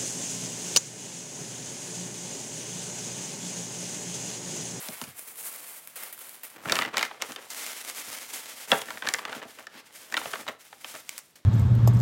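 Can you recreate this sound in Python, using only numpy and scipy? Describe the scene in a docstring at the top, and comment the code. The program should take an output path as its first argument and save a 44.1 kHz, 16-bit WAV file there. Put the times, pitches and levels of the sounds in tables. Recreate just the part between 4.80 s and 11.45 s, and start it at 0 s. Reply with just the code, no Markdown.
"""In a quiet kitchen, tissue paper is shaken out, gathered and pushed into a stiff paper gift bag.
The thin tissue hisses as it catches and slips countless times, and its creases flip with bright ticks.
The bag scrapes, its panels buckle with sharp snaps, and its base bumps the table.
It all happens close to the microphone, and the room adds a short ring and a faint steady hush."""
import sys
import numpy as np
from scipy import signal
from scipy.fft import rfft, irfft
from scipy.io import wavfile

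SR = 44100
rng = np.random.default_rng(int(sys.argv[2]) if len(sys.argv) > 2 else 0)


def unload_wav(signal):
    """Save mono or channel-first audio to the path in sys.argv[1] as 16-bit WAV at rate SR, clipped to [-1, 1]."""
    wavfile.write(
        sys.argv[1],
        SR,
        np.round(np.clip(np.atleast_2d(signal).T, -1, 1) * 32767).astype(np.int16),
    )


N = 293265
T = np.arange(N) / SR

# shakes of the open sheet: (start [s], rise [s], hold [s], hiss level [dB], flap relative to hiss [dB])
SHAKES = [(0.0, 0.0013, 0.14, -39.5, -5.5), (0.109, 0.025, 0.17, -46, -3.5),
          (0.353, 0.035, 0.041, -39.5, -12), (0.442, 0.039, 0.04, -41, -10.5),
          (0.542, 0.055, 0.023, -36.5, -11.5), (0.62, 0.054, 0.0087, -32.5, -12),
          (0.69, 0.037, 0.12, -41.5, -8), (0.847, 0.027, 0.11, -41.5, -9.5), (1.0, 0.05, 0.081, -53, -16),
          (1.157, 0.0043, 0.12, -39.5, -4.5), (1.355, 0.056, 0.14, -44, -7),
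          (1.623, 0.023, 0.016, -42, -7.5), (1.695, 0.0037, 0.013, -53, -3)]
# two fixed peaks in the rustle: (pitch [Hz], width [Hz], level [dB])
RUSTLE_PEAKS = [(2130, 370, -16.5), (3120, 180, -12)]
# the bag's panels buckling: (time [s], strength [dB], ring pitch [Hz], relative treble [dB])
SNAPS = [(0.086, -41.5, 674, 7), (0.215, -36, 996, -6), (0.239, -42.5, 2730, 4), (1.856, -32, 1380, -52),
         (1.886, -36, 2420, -36), (1.897, -27.5, 2030, -8), (1.903, -39, 2150, -22),
         (1.9212, -20.5, 4400, -0.5), (1.955, -23.5, 2290, -5), (1.9665, -25.5, 2320, -16),
         (1.989, -22, 995, -11), (2.0126, -28, 2260, -27.5), (2.0206, -23, 2290, -17),
         (2.032, -33, 2460, -23), (2.05, -28, 2300, -23), (2.143, -32, 1200, -43), (2.17, -22, 1800, -4.5),
         (2.1806, -24.5, 2140, -2.5), (2.193, -27.5, 2550, -11), (2.211, -26.5, 1680, -19),
         (2.228, -21, 2140, -7.5), (2.251, -36, 1840, -1), (2.312, -36, 960, -36), (2.416, -37, 2930, -5),
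         (2.421, -28.5, 2000, 4.5), (2.52, -41, 1430, 2), (2.561, -35.5, 3650, -7),
         (3.9172, -15, 3344, -14.5), (4.0171, -35, 3400, -6), (4.085, -39.5, 1740, -16),
         (4.105, -30.5, 1220, -10), (4.173, -34.5, 1600, -38), (4.223, -30.5, 1680, -29),
         (4.267, -34, 1830, -8), (4.272, -25.5, 1790, -16), (4.2876, -25.5, 1970, -2),
         (4.3381, -25, 1780, 4.5), (4.344, -25.5, 1740, -23), (4.386, -35.5, 1000, -10),
         (4.391, -34.5, 990, -12), (4.452, -29, 1276, -15), (4.483, -42, 1520, -25),
         (4.528, -29, 1600, -32), (4.617, -36, 1640, -62), (4.787, -42, 1130, -13), (4.8689, -39, 1800, -8),
         (5.3239, -34, 1800, -6), (5.341, -24.5, 1980, -13), (5.368, -22.5, 3510, -17),
         (5.3746, -24.5, 1315, -8.5), (5.415, -35, 935, -23), (5.457, -32, 606, -23),
         (5.534, -31.5, 1380, -14), (5.556, -34, 1140, -20), (5.679, -30, 3350, -28),
         (5.928, -40, 830, -29), (6.045, -33.5, 3010, -11), (6.1515, -40, 735, -8)]
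# the bag's base and the arms meeting the table: (time [s], level [dB], brightness [Hz])
BUMPS = [(0.088, -53.5, 250), (0.217, -54.5, 255), (0.273, -60, 99), (0.304, -78, 100), (1.858, -48.5, 348),
         (1.906, -48, 350), (1.961, -55.5, 200), (2.064, -56, 250), (2.505, -64, 350), (3.277, -63, 220),
         (3.9217, -32, 1110), (3.927, -46, 450), (4.271, -58, 302), (4.35, -68, 250), (4.561, -53.5, 490),
         (4.651, -58.5, 597), (5.455, -55, 500), (5.683, -51, 1000), (6.15, -77, 400)]
# natural notes of the bag and the air in it: (pitch [Hz], relative level [dB], time to fade by 60 dB [s])
BAG_NOTES = [(90, -23.5, 0.12), (136.7, -15, 0.15), (165.5, -16.5, 0.065), (245.6, 1.5, 0.045),
             (428.5, -11, 0.23), (561, 2.5, 0.052), (610, -14.5, 0.071), (676, 2, 0.12), (795, 3.5, 0.085),
             (950, -4, 0.09), (1250, 2, 0.075), (1390, 1.5, 0.059), (1587, 4.5, 0.15), (1775, 11, 0.055),
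             (2040, -2, 0.17)]
# tissue creases flipping: (time [s], strength [dB], boosted pitch [Hz], swish relative to tick [dB])
CREASES = [(0.215, -28.5, 7900, -2.5), (1.074, -25, 10000, -18), (1.1573, -30, 12000, -7),
           (1.234, -24, 11900, -9), (1.3265, -31, 11000, -1), (1.378, -31, 12000, -28),
           (1.391, -26, 12000, -22), (1.4927, -27, 12500, -22), (1.634, -31.5, 12200, -1),
           (1.701, -34, 11000, -16), (2.703, -27.5, 5800, 0), (5.8515, -38, 8900, -22),
           (6.2924, -14, 5900, -25), (6.3795, -19, 6200, -15), (6.3892, -23, 7900, -39),
           (6.556, -42, 5100, -8)]
# the bag dragged or gripped: (start [s], rise [s], hold [s], scrape level [dB], rumble level [dB])
DRAGS = [(1.729, 0.047, 0.096, -47.5, -50.5), (1.849, 0.054, 0.17, -32, -42.5),
         (2.124, .012, 0.1, -37.5, -53), (2.274, 0.017, 0.13, -50, -77), (2.386, 0.04, 0.02, -37, -74),
         (2.484, 0.02, 0.017, -45, -51), (2.55, 0.018, 0.094, -48, -73), (3.868, 0.045, 0.11, -38.5, -50),
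         (4.053, 0.019, 0.087, -47, -52), (4.21, 0.04, 0.1, -39, -60), (4.36, 0.15, 0.078, -40, -56),
         (4.615, 0.011, 0.018, -40, -53), (4.765, 0.028, .02, -47, -57), (4.93, 0.026, 0.019, -49, -52),
         (5.282, 0.085, 0.14, -45, -51), (5.523, 0.011, 0.025, -35, -68), (5.565, 0.035, .015, -43, -48.5),
         (5.662, 0.025, .01, -34.5, -44), (6.03, 0.017, 0.076, -57, -62), (6.134, 0.016, 0.011, -42.5, -54)]
# pushes on the tissue: (start [s], rise [s], hold [s], level [dB], rustle relative to that level [dB])
PUSHES = [(1.798, 0.18, 0.035, -37.5, -7), (2.161, 0.015, 0.074, -39, 8), (2.302, 0.03, 0.07, -60, 5),
          (2.407, 0.063, 0.075, -45.5, -1.5), (2.575, 0.031, 0.122, -49.5, -1.5),
          (2.691, 0.024, 0.059, -39, -1.5), (2.758, 0.046, 0.21, -35.5, -1),
          (3.024, 0.072, 0.011, -33.5, -1), (3.126, 0.051, 0.14, -36.5, -2),
          (3.268, 0.065, 0.13, -38.5, -0.5), (3.42, 0.129, 0.053, -35.5, -2), (3.565, 0.1, 0.06, -40, 0),
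          (3.719, 0.085, 0.049, -41, -1), (3.867, 0.039, 0.11, -36, -6), (4.031, 0.041, 0.14, -44.5, -0.5),
          (4.235, 0.058, 0.12, -44, -7), (4.464, 0.1, 0.012, -45, 5), (4.619, 0.077, 0.14, -52, 1),
          (4.881, 0.084, 0.036, -54, 8), (5.046, 0.024, 0.008, -51.5, 2), (5.112, 0.032, 0.22, -47.5, -1.5),
          (5.358, 0.024, 0.23, -41.5, -0.5), (5.641, 0.064, 0.019, -54, 3), (5.782, 0.016, 0.15, -52.5, -1),
          (5.948, 0.16, 0.097, -42.5, -1.5), (6.194, 0.11, 0.083, -49, 1),
          (6.42, 0.022, 0.067, -56.5, -4.5), (6.555, 0.004, 0.01, -51, 0)]

# tone curves, how strong each sound is from low to high: (frequency [Hz], relative level [dB])
OPEN_SHEET_TONE = [(80, -46), (170, -15), (270, -8.5), (450, -3.5), (700, -1.5), (1400, -1.5), (2300, -1),
                   (3200, -4.5), (4200, -6), (5800, -5.5), (7500, -1), (9500, 3), (13000, 1.5),
                   (15500, -0.5)]
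SNAP_TONE = [(60, -26.5), (130, -26), (300, -5.5), (700, -3.5), (1700, -2), (3200, -5.5), (4500, -10.5),
             (7000, -14.5), (11000, -28.5), (16000, -26)]
CRACK_TONE = [(300, -46.5), (1000, -10.5), (2200, -2), (3600, 0), (5000, -4), (7500, -11), (11000, -19.5),
              (16000, -18)]
TICK_TONE = [(200, -22.5), (700, -11.5), (2200, -2.5), (4500, -10.5), (7000, -11), (11000, -9), (16000, -9)]
SCRAPE_TONE = [(250, -2), (450, 10.5), (700, 7.5), (1100, 7.5), (1600, 6), (2400, 3), (3400, -0.5),
               (4500, -7.5), (7000, -10.5), (10000, -12.5), (15500, -42)]
RUMBLE_TONE = [(40, -45), (80, -10), (125, -17.5), (220, -11.5), (330, -9.5), (600, -30)]
BUNCHED_TONE = [(80, -42), (170, -21.5), (250, -2), (330, -7.5), (560, -2), (1100, -2.5), (1600, 0),
                (2100, 1), (2700, -1), (3200, -0.5), (4100, -3), (7000, -2.5), (11000, -4), (15500, -9)]
ROOM_TONE = [(30, -5), (100, 2), (300, 4), (1000, -4), (4000, -6), (16000, -20)]

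# held paper keeps rubbing between strokes: (start [s], end [s], level [dB])
SHEET_HELD, BUNCH_HELD, BAG_HELD = (0.0, 1.76, -56.5), (1.8, 4.5, -65.5), (4.0, 5.3, -63.5)
# how a stroke weakens: (drop while it lasts [dB], fade once the hand stops [s])
SHAKE_FADE, PUSH_FADE, DRAG_FADE = (3.5, 0.032), (3.5, 0.027), (4.5, 0.017)


def gain(db):
    """Turn decibels into a number to multiply by."""
    return 10 ** (np.asarray(db) / 20)


def unit(x):
    """Scale a sound to an average power of one."""
    return x / np.sqrt(np.mean(x ** 2) + 1e-20)


def add(track, at, sound):
    """Mix a sound into a track at a time in seconds."""
    i = max(int(at * SR), 0)
    track[i:i + len(sound)] += sound[:max(N - i, 0)]


def level_at(curve, hz):
    """Look up a tone curve's level in dB at the given frequencies."""
    curve_hz, db = np.transpose(curve)
    return np.interp(np.log(np.maximum(hz, 1)), np.log(curve_hz), db)


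def colour(x, curve, size=4096):
    """Shape a sound with a tone curve, keeping the sharp front of each click."""
    cepstrum = irfft(np.log(gain(level_at(curve, np.fft.rfftfreq(size, 1 / SR)))))
    # fold the second half onto the first, so the filter never sounds ahead of a click
    cepstrum[1:size // 2] *= 2
    cepstrum[size // 2 + 1:] = 0
    response = irfft(np.exp(rfft(cepstrum)))
    return signal.fftconvolve(x, response)[:len(x)]


def band(x, lo_hz, hi_hz):
    """Keep the part of a sound between two frequencies."""
    edges = [lo_hz, min(hi_hz, SR / 2 - 100)]
    return signal.sosfilt(signal.butter(2, edges, "band", fs=SR, output="sos"), x)


def split(x, hz):
    """Return the parts of a sound below and above a frequency."""
    low = signal.sosfiltfilt(signal.butter(3, hz, fs=SR, output="sos"), x)
    return low, x - low


def slips(per_s, spread_db, flurry_db, flurry_hz):
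    """Paper catches and slips, making many tiny clicks and a few big ones, in uneven flurries."""
    happens = rng.random(N) < per_s / SR
    size = gain(spread_db * np.minimum(rng.standard_exponential(N), 4))
    steps = rng.standard_normal(8192)
    wander = np.interp(T * flurry_hz, np.arange(len(steps)), steps)
    flurry = gain(flurry_db * np.clip(wander, -2, 2))
    return unit(happens * size * rng.choice([-1, 1], N) * flurry)


def effort(strokes, levels_db, fade):
    """Loudness of hand strokes over time: each builds up, sags while it lasts, then dies away."""
    sag_db, release_s = fade
    power, t = np.zeros(N), T[:SR // 2]
    for (start, rise, hold, *_), db in zip(strokes, levels_db):
        build = np.clip(t / rise, 0, 1)
        sag = gain(-sag_db * np.clip((t - rise) / hold, 0, 1))
        release = np.exp(-np.maximum(t - rise - hold, 0) / release_s)
        add(power, start, (gain(db) * build * sag * release) ** 2)
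    return np.sqrt(power)


def held(span, fade_s=0.017):
    """Loudness of the faint, even rubbing of paper that is just being held."""
    start, end, db = span
    return gain(db) * np.clip((T - start) / fade_s, 0, 1) * np.clip((end - T) / fade_s + 1, 0, 1)


def papery_ring(x):
    """Two fixed peaks near 2.1 and 3.1 kHz give the rustle a papery ring."""
    return x + sum(gain(db) * band(x, hz - width / 2, hz + width / 2) for hz, width, db in RUSTLE_PEAKS)


def open_tissue(held_flap_db=-2):
    """The loose sheet slides over itself with a hiss and fine crinkles; its free part flaps lower down."""
    sliding = slips(per_s=24000, spread_db=3.5, flurry_db=1.5, flurry_hz=97)
    crinkles = slips(per_s=270, spread_db=4.5, flurry_db=0.0, flurry_hz=12)
    flap, hiss = split(colour(sliding + gain(-7) * crinkles, OPEN_SHEET_TONE), hz=5700)
    _, _, _, hiss_db, flap_db = np.transpose(SHAKES)
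    holding = held(SHEET_HELD)
    hissing = np.hypot(effort(SHAKES, hiss_db, SHAKE_FADE), holding)  # hypot adds the two powers
    flapping = np.hypot(effort(SHAKES, hiss_db + flap_db, SHAKE_FADE), gain(held_flap_db) * holding)
    return unit(hiss) * hissing + unit(papery_ring(flap)) * flapping


def panel_rings(ring_s=0.0034, detune=0.11, creak_s=0.0004, creak_db=-12, ring_db=-12):
    """A panel of the bag creaks just before it buckles, then rings with three close notes."""
    out, t, lead_in = np.zeros(N), T[:SR // 20], T[:SR // 100]
    for at, db, hz, _ in SNAPS:
        offsets = np.linspace(-1, 1, num=3) + 0.64 * rng.standard_normal(size=3)
        pitches = hz * np.exp(detune * offsets)[:, None]
        phase = 2 * np.pi * rng.random(pitches.shape)
        notes = np.sin(2 * np.pi * pitches * t + phase).sum(axis=0)
        ring = notes * np.exp(-t / ring_s) * (1 - np.exp(-t * hz))
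        swell = np.exp(-lead_in[::-1] / creak_s)
        creak = unit(band(rng.standard_normal(len(lead_in)), 590, 3400)) * swell
        add(out, at, gain(db + ring_db) * unit(ring))
        add(out, at - lead_in[-1], gain(db + creak_db) * creak)
    return out


def bag_cracks(click_s=0.00072, treble_share=0.34, crack_db=5.5):
    """A crease in the bag gives way with a tiny click, hardest in the brightest snaps."""
    out, t = np.zeros(N), T[:SR // 200]
    for at, db, _, treble_db in SNAPS:
        click = unit(rng.standard_normal(len(t)) * np.exp(-t / click_s))
        add(out, at, gain(db + treble_share * treble_db) * click)
    return gain(crack_db) * colour(out, CRACK_TONE)


def bag_snaps(burst_s=0.0021, tail_s=0.011, tail_db=-14, lag_s=0.0002, bass_db=-3, usual_treble_db=-10):
    """Ripples cross a buckling panel: the treble comes first, the bass comes later and lasts longer."""
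    out, t = np.zeros(N), T[:SR // 7]
    for hz in 141 * 2 ** (np.arange(14) / 2):  # bands half an octave apart
        slowness = (1500 / hz) ** 0.61
        age = np.maximum(t - lag_s * slowness, 0)
        front = 1 - np.exp(-age / (0.0002 * slowness))
        fade = np.exp(-age / (burst_s * slowness)) + gain(tail_db) * np.exp(-age / (tail_s * slowness))
        bursts = rng.standard_normal((len(SNAPS), len(t))) * front * fade
        ripples = band(bursts, hz / 2 ** (1 / 4), hz * 2 ** (1 / 4))
        width_gain = np.sqrt(hz / 1500)  # higher bands are wider, so they carry more
        for ripple, (at, db, _, treble_db) in zip(ripples, SNAPS):
            tint = [(400, bass_db), (1100, 0), (3000, 0), (6000, treble_db - usual_treble_db)]
            band_db = db + level_at(SNAP_TONE, hz) + level_at(tint, hz)
            add(out, at, unit(ripple) * gain(band_db) * width_gain)
    return gain(-21.5) * out


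def hollow_bag(x, ring_db=-14.5):
    """Whatever happens on the bag's walls also sets its natural notes ringing."""
    t = T[:SR // 4]
    hz, note_db, fade_s = np.transpose(BAG_NOTES)[:, :, None]
    decay = np.log(1000) / fade_s
    notes = gain(note_db) * 2 * decay / SR * np.cos(2 * np.pi * hz * t) * np.exp(-decay * t)
    return x + gain(ring_db) * signal.fftconvolve(x, notes.sum(axis=0))[:N]


def bag_bumps(rise_s=0.0025, rattle_s=0.016, rattle_db=-3):
    """A bump starts all the bag's notes and rattles its walls; a soft one stirs mostly the low notes."""
    out, t = np.zeros(N), T[:SR // 3]
    hz, note_db, fade_s = np.transpose(BAG_NOTES)[:, :, None]
    sign = (-1) ** np.arange(len(hz))[:, None]  # neighbouring notes push the panel opposite ways
    notes = sign * gain(note_db) * np.sin(2 * np.pi * hz * t) * np.exp(-np.log(1000) * t / fade_s)
    for at, db, bright_hz in BUMPS:
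        ring = np.sum(notes / (1 + (hz / bright_hz) ** 3), axis=0)
        burst = rng.standard_normal(len(t)) * np.exp(-t / rattle_s)
        rattle = band(burst, 100 + bright_hz / 6, 100 + 1.3 * bright_hz)
        front = 1 - np.exp(-t / rise_s)
        add(out, at, gain(db) * (unit(ring) + gain(rattle_db) * unit(rattle)) * front)
    return band(out, 87, 20000)


def tissue_creases(tick_s=0.0011, swish_s=0.019, ring_db=3):
    """A crease flips with a bright tick, higher for a shorter fold, and sets the sheet nearby sliding."""
    out, t = np.zeros(N), T[:SR // 10]
    for at, db, hz, swish_db in CREASES:
        fade = np.exp(-t / tick_s) + gain(swish_db) * np.exp(-t / swish_s)
        tick = rng.standard_normal(len(t)) * fade
        ring = band(tick, hz / 1.44, hz * 1.58)
        add(out, at, gain(db) * (tick + gain(ring_db) * ring))
    return colour(out, TICK_TONE)


def bag_scrape():
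    """Stiff paper catches and slips on the table and fingers; the broad panels rumble with it."""
    rubbing = slips(per_s=1800, spread_db=4.0, flurry_db=4.0, flurry_hz=160)
    _, _, _, scrape_db, rumble_db = np.transpose(DRAGS)
    scraping = np.hypot(effort(DRAGS, scrape_db, DRAG_FADE), held(BAG_HELD))
    scrape = unit(colour(rubbing, SCRAPE_TONE)) * scraping
    rumble = unit(colour(rubbing, RUMBLE_TONE)) * effort(DRAGS, rumble_db, DRAG_FADE)
    return scrape + rumble


def bunched_tissue():
    """Many folds rub and crinkle at once; the tighter the bunch, the fuller its lower rustle."""
    sliding = slips(per_s=14000, spread_db=2.5, flurry_db=2.5, flurry_hz=69)
    crinkles = slips(per_s=320, spread_db=5.5, flurry_db=4.0, flurry_hz=14)
    rustle, hiss = split(unit(colour(sliding + gain(-9.5) * crinkles, BUNCHED_TONE)), hz=5400)
    _, _, _, db, rustle_db = np.transpose(PUSHES)
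    hissing = np.hypot(effort(PUSHES, db, PUSH_FADE), held(BUNCH_HELD))
    rustling = np.hypot(effort(PUSHES, db + rustle_db, PUSH_FADE), held(BUNCH_HELD))
    return hiss * hissing + papery_ring(rustle) * rustling


def kitchen(x, fade_s=0.31, echo_db=-11):
    """Cupboards and walls send back a short, slightly dull ring."""
    t = T[:SR // 2]
    front = np.clip(t / 0.004 - 0.6, 0, 1)
    tail = rng.standard_normal(len(t)) * np.exp(-np.log(1000) * t / fade_s) * front
    tail /= np.sqrt(np.sum(tail ** 2))
    tail = colour(tail, [(100, -3), (800, 1), (2500, -1.5), (6000, -6.5), (15000, -13)])
    return x + gain(echo_db) * signal.fftconvolve(x, tail)[:N]


def scene():
    """Mix the tissue and the bag in the kitchen, over the room's faint steady hush."""
    tissue = open_tissue() + bunched_tissue() + tissue_creases()
    buckling = bag_snaps() + panel_rings() + bag_cracks()
    bag_walls = band(bag_scrape() + buckling, 146, 20000)  # the scrape and the buckling carry almost no deep bass
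    hush = gain(-65) * unit(colour(rng.standard_normal(N), ROOM_TONE))
    return (kitchen(tissue + hollow_bag(bag_walls) + bag_bumps()) + hush)[None]


def record(dry, bass_hz=78, top_hz=15900):
    """A small microphone thins the deep bass; the highest treble is cut off steeply."""
    thin = signal.sosfilt(signal.butter(3, bass_hz, "high", fs=SR, output="sos"), dry)
    return signal.sosfilt(signal.ellip(10, 0.1, 80, top_hz, fs=SR, output="sos"), thin)


dry = scene()
out = record(dry)
unload_wav(out)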